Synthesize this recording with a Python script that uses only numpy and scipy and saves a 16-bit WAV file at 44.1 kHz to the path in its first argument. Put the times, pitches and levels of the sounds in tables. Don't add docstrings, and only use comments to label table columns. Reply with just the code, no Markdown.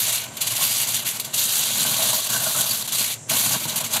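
import sys
import numpy as np
from scipy import signal
from scipy.fft import rfft, irfft
from scipy.io import wavfile
from scipy.ndimage import uniform_filter1d

SR = 44100
rng = np.random.default_rng(int(sys.argv[2]) if len(sys.argv) > 2 else 0)


def file_out(sig):
    cols = np.atleast_2d(sig).T
    lim = np.clip(cols, -1, 1)
    pcm = np.round(lim * 32767).astype(np.int16)
    wavfile.write(sys.argv[1], SR, pcm)


N = 176400
T = np.arange(N) / SR

# frequency in Hz, level in dB.
AIR_TONE = [(30, -48), (55, -1), (100, 3.5), (250, 2.5), (450, 1), (680, 3.5), (1100, -11.5), (2000, -9),
            (5000, -15), (14000, -43)]
INSECT_TONE = [(4000, -40), (5400, -12), (6400, -5), (6900, -6), (7450, 0.5), (8100, -9), (8700, -6),
               (9600, -14), (11500, -24), (15000, -41)]
FOIL_TONE = [(300, -26.5), (900, -14.5), (1750, -11.5), (2100, -8), (2500, -5), (3100, -1.5), (4200, 0.5),
             (4850, -3.5), (5330, -9.5), (5800, -3), (7000, 0.5), (8700, -3), (10300, -1), (12800, -1.5),
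             (14000, -4.5), (15400, -18.5)]
CRINKLE_TONE = [(2000, -19), (5300, -6), (6800, -4), (13000, 1), (15400, -17)]
# pitch in Hz, width in Hz, level in dB.
RUMBLE_NOTES = [(120, 24.7, 3), (159, 47.6, 0), (227.4, 49.5, 0)]
SCRAPE_NOTES = [(442, 130, -12.5), (635.4, 52, 2), (815, 124, -2.5), (955, 90, -0.5), (1109, 88, -0.5),
                (1320, 106, -7), (1500, 164, -3.5)]
# time in seconds, scrape in dB, rumble in dB.
TRAY_LEVELS = [(0.0, -38, -39.5), (0.2, -39.5, -53), (0.29, -44, -44.5), (0.59, -37.5, -45.5),
               (1.26, -43.5, -46), (1.76, -38, -41), (1.87, -37.5, -35.5), (1.93, -34, -39),
               (2.1, -28.5, -36), (2.24, -43.5, -53), (2.36, -32.5, -34), (2.54, -37.5, -48),
               (2.56, -30.5, -36.5), (2.86, -44.5, -46.5), (3.03, -37, -42), (3.27, -59, -49),
               (3.32, -28, -30), (3.42, -37, -40), (3.56, -29.5, -30.5), (3.59, -45.5, -39),
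               (3.81, -29.5, -36.5), (3.9, -42, -40), (3.97, -23.5, -33), (4.0, -44, -50)]
# peak time in seconds, thud in dB, clank in dB, ring in Hz.
TRAY_BUMPS = [(0.612, -50, -32, 1080), (1.853, -31, -28.5, 1537), (2.133, -39, -28, 980),
              (2.299, -36, -38, 1500), (2.349, -44, -25.5, 1530), (2.47, -36, -28.5, 642),
              (2.551, -44, -30, 1315), (2.587, -35, -30, 1480), (2.879, -50, -39, 1550),
              (3.317, -31.5, -31, 663), (3.557, -34, -36, 974), (3.656, -27, -33, 952),
              (3.961, -40, -30, 820)]
# middle in seconds, length in seconds, pitch in Hz, level in dB.
TRAY_SQUEALS = [(1.998, 0.093, 640, -38.5), (2.177, 0.066, 606, -39), (2.35, 0.096, 1514, -32),
                (2.433, 0.053, 636, -38.5), (2.464, 0.038, 1470, -35), (2.652, 0.1, 635, -40),
                (2.714, 0.029, 4590, -25.5)]
# time in seconds, level in dB.
WIPE_LEVELS = [
    [(0.0, -22), (0.098, -21), (0.118, -25), (0.126, -21.5), (0.162, -21.5), (0.198, -29), (0.22, -28),
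     (0.23, -34), (0.24, -29), (0.256, -37.5), (0.3, -47.5)],
    [(0.405, -37.5), (0.447, -30), (0.5, -28.5), (0.517, -23.5), (0.553, -28.5), (0.566, -21.5),
     (0.596, -26.5), (0.613, -19), (0.77, -23), (0.828, -19.5), (0.864, -28), (0.884, -24), (0.972, -24),
     (1.036, -33), (1.045, -40)],
    [(1.045, -41), (1.049, -30), (1.069, -21), (1.105, -22.5), (1.13, -32), (1.173, -29.5), (1.181, -36),
     (1.195, -38)],
    [(1.325, -39), (1.339, -29.5), (1.385, -18.5), (1.5, -22.5), (1.665, -21.5), (1.72, -22), (1.75, -22.5),
     (1.919, -22), (2.153, -20.5), (2.217, -27), (2.243, -22), (2.26, -31)],
    [(2.26, -26), (2.27, -22.5), (2.284, -33), (2.294, -24), (2.426, -23.3), (2.475, -21), (2.53, -25),
     (2.598, -19), (2.655, -24), (2.684, -22.5), (2.765, -24), (2.8, -27.5), (2.825, -28), (2.84, -38)],
    [(2.84, -35), (2.864, -28), (2.872, -42), (2.88, -25), (2.918, -32), (2.924, -24), (3.006, -19),
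     (3.022, -23.5), (3.134, -24.5), (3.16, -39), (3.19, -51)],
    [(3.272, -72), (3.281, -47), (3.297, -21), (3.505, -20.5), (3.521, -18.5), (3.629, -31), (3.647, -24),
     (3.673, -31.5), (3.685, -24.5), (3.713, -26), (3.739, -32), (3.755, -31)],
    [(3.759, -25), (3.781, -20.5), (3.797, -28), (3.811, -23.5), (3.833, -34.5), (3.845, -23.5), (3.9, -36)],
]
LAST_PUSH = [(3.905, -32), (3.923, -27.5), (3.934, -18.5), (3.972, -22), (3.986, -27), (4, -27)]
# start in seconds, rise in seconds, level in dB, fade in seconds.
FINGER_BRUSHES = [(.122, .003, -23, .008), (0.368, .002, -24.5, 0.01), (.405, 0.011, -18, 0.019),
                  (.463, 0.012, -17.5, 0.011), (.560, .002, -28, .008), (.941, 0.0033, -21, 0.01),
                  (1.196, 0.0035, -19.5, 0.012), (1.245, .004, -25.5, 0.013), (1.334, .011, -19, .01),
                  (1.376, .004, -21, 0.0069), (1.830, .003, -22, .007), (2.127, 0.0054, -20, .015),
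                  (2.294, 0.0088, -25, 0.0083), (2.709, .003, -18.5, 0.0067), (2.875, 0.0015, -26, .006),
                  (2.921, .002, -26, 0.0082), (3.041, .003, -20, 0.0087), (3.293, 0.0051, -24, 0.021),
                  (3.636, .004, -29, .012), (3.757, .003, -20.5, .009)]
# time in seconds, boost in dB.
EDGE_BOOST = [(0, -2), (.2, 7), (.7, 0.5), (1.1, 3.5), (1.5, -5), (1.95, 1), (2.25, -5.5), (2.8, -5.5),
              (3.1, 3.5), (3.4, -0.5), (3.95, 3)]
HUMP_BOOST = [(.1, -1.5), (.7, -2), (1.1, -1), (1.4, -1.5), (1.95, 3.5), (2.3, .5), (2.8, -2), (3.1, 0),
              (3.3, -2), (3.45, -.5), (3.9, -0.5)]

AIR_DB, INSECT_DB, HUM_DB = -48.5, -43.5, -49
HUM_HZ, HUM_WIDTH_HZ = 116.9, 24
JUDDER_HZ, FOIL_JUDDER_DB, TRAY_JUDDER_DB = 74.8, 0.7, 2
CATCHES_PER_S, SCRAPE_DB, RUMBLE_DB, SQUEAL_WIDTH_HZ = 1500, -3, -2, 115
BUMP_RISE_S, THUD_S, CLANK_S, RING_S = 0.0053, 0.012, 0.011, 0.011
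CLANK_DB, RING_DB = -2, -1.5
ECHO_S, ECHO_DB = 0.096, -14
CRINKLES_PER_S, CRINKLE_DB, WIPE_SHARE_DB = 500, -12, -8
CREASES_PER_S, CREASE_DB, CREASE_S = 220, -2.5, 0.0041
SLIPS_PER_S, PATCHES_PER_S, PATCH_DB = 30000, 55, 1.5
FIRM_DB, TILT_PER_OCTAVE = -20.5, 0.176
EDGE_HZ, EDGE_OCTAVES, HUMP_HZ, HUMP_OCTAVES = 2370, 0.23, 3950, 0.18


def gain(db):
    return 10 ** (np.asarray(db) / 20)


def unit(x):
    return x / np.sqrt(np.mean(x ** 2))


def curve(rows):
    return np.interp(T, *np.array(rows).T)


def wander(rate):
    step = max(int(SR / rate), 2)
    return unit(uniform_filter1d(np.repeat(rng.standard_normal(N // step + 1), step), step)[:N])


def colour(x, tone):
    hz, db = np.array(tone, float).T
    freqs = np.maximum(np.fft.rfftfreq(2 * N, 1 / SR), 1)
    cepstrum = irfft(np.log(gain(np.interp(np.log(freqs), np.log(hz), db))))
    cepstrum[1:N] *= 2
    cepstrum[N + 1:] = 0
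    return unit(irfft(rfft(x, 2 * N) * np.exp(rfft(cepstrum)))[:N])


def resonate(x, notes):
    return unit(sum((-1) ** k * gain(db) * signal.lfilter(*signal.iirpeak(hz, hz / width, SR), x)
                    for k, (hz, width, db) in enumerate(notes)))


def clicks(rate, spread_db):
    size = gain(spread_db * np.minimum(rng.exponential(size=N), 5))
    return (rng.random(N) < rate / SR) * size * rng.choice([-1, 1], N)


def burst(start, rise, fade):
    return np.clip((T - start) / rise, 0, 1) * np.exp(-np.maximum(T - start - rise, 0) / fade)


def bump(peak, db, fade):
    return gain(db) * burst(peak - BUMP_RISE_S, BUMP_RISE_S, fade)


def garden():
    air = gain(AIR_DB) * colour(rng.standard_normal(N), AIR_TONE)
    insects = gain(INSECT_DB + wander(rate=60)) * colour(rng.standard_normal(N), INSECT_TONE)
    hum_note = [(HUM_HZ, HUM_WIDTH_HZ, 0)]
    hum = gain(HUM_DB) * resonate(resonate(rng.standard_normal(N), hum_note), hum_note)
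    return air + insects + hum


def barrel(sound):
    t = T[:SR // 4]
    tail = rng.standard_normal(len(t)) * gain(-60 * t / ECHO_S) * (t > .001)
    echoes = signal.fftconvolve(sound, tail / np.linalg.norm(tail))[:N]
    return (sound + gain(ECHO_DB) * echoes) / np.hypot(1, gain(ECHO_DB))


def tray(judder):
    times, scrape_db, rumble_db = np.array(TRAY_LEVELS).T
    scrape = gain(np.interp(T, times, scrape_db) + SCRAPE_DB + TRAY_JUDDER_DB * judder)
    rumble = gain(np.interp(T, times, rumble_db) + RUMBLE_DB + TRAY_JUDDER_DB * judder)
    thuds = sum(bump(peak, db, THUD_S) for peak, db, _, _ in TRAY_BUMPS)
    clanks = sum(bump(peak, db + CLANK_DB, CLANK_S) for peak, _, db, _ in TRAY_BUMPS)
    catches = clicks(CATCHES_PER_S, spread_db=1.7)
    high = resonate(catches, SCRAPE_NOTES) * np.hypot(scrape, clanks)
    low = resonate(catches, RUMBLE_NOTES) * np.hypot(rumble, thuds)
    return high + low


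def tray_rings():
    return sum(bump(peak, db + RING_DB, RING_S) * np.sqrt(2) * np.sin(2 * np.pi * hz * (T - peak))
               for peak, _, db, hz in TRAY_BUMPS)


def squeals(judder):
    catches = clicks(CATCHES_PER_S, spread_db=3.0) * gain(TRAY_JUDDER_DB * judder)
    out = 0
    for middle, length, hz, db in TRAY_SQUEALS:
        swell = gain(db) * np.exp(-(2 * (T - middle) / length) ** 2)
        note = resonate(catches, [(hz, SQUEAL_WIDTH_HZ, 0)])
        out = out + swell * resonate(note, [(hz, hz / 4, 0)])
    return out


def crinkles(rubbing, brushes):
    touch = sum(brushes) + rubbing * gain(WIPE_SHARE_DB)
    ticks = colour(clicks(CRINKLES_PER_S, spread_db=2), CRINKLE_TONE)
    return gain(CRINKLE_DB) * touch * ticks


def creases():
    snaps = clicks(CREASES_PER_S, spread_db=1.0) ** 2
    shaking = signal.lfilter([1], [1, -np.exp(-2 / (CREASE_S * SR))], snaps)
    return unit(np.sqrt(1 + gain(CREASE_DB) ** 2 * shaking / shaking.mean()))


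def foil(rubbing, brushes, judder):
    wiping = rubbing * gain(FOIL_JUDDER_DB * judder) * creases()
    effort = np.sqrt(wiping ** 2 + sum(brush ** 2 for brush in brushes))
    firmness_db = np.minimum(20 * np.log10(effort + 1e-6) - FIRM_DB, 1)
    spectrum = rfft(colour(clicks(SLIPS_PER_S, spread_db=0.94), FOIL_TONE))
    freqs = np.fft.rfftfreq(N, 1 / SR)
    centres_hz = np.geomspace(1300, 14000, 10)
    hiss = 0
    for hz, this_band in zip(centres_hz, np.eye(len(centres_hz))):
        band = irfft(spectrum * np.interp(freqs, centres_hz, this_band), N)
        tilt_db = TILT_PER_OCTAVE * firmness_db * np.log2(hz / 6500)
        edge_db = curve(EDGE_BOOST) * np.exp(-(np.log2(hz / EDGE_HZ) / EDGE_OCTAVES) ** 2)
        hump_db = curve(HUMP_BOOST) * np.exp(-(np.log2(hz / HUMP_HZ) / HUMP_OCTAVES) ** 2)
        patch_db = PATCH_DB * wander(PATCHES_PER_S)
        hiss = hiss + band * gain(tilt_db + edge_db + hump_db + patch_db)
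    return hiss * effort


def scene():
    judder = wander(JUDDER_HZ)
    rubbing = gain(curve(np.vstack([*WIPE_LEVELS, LAST_PUSH])))
    brushes = [gain(db) * burst(start, rise, fade) for start, rise, db, fade in FINGER_BRUSHES]
    hiss = barrel(foil(rubbing, brushes, judder))
    steel = tray(judder) + tray_rings() + squeals(judder)
    return (garden() + steel + hiss + crinkles(rubbing, brushes))[None]


def record(dry):
    thin = signal.sosfilt(signal.butter(4, 80, "high", fs=SR, output="sos"), dry)
    return signal.sosfilt(signal.ellip(10, .1, 80, 15600, fs=SR, output="sos"), thin)


dry = scene()
out = record(dry)
file_out(out)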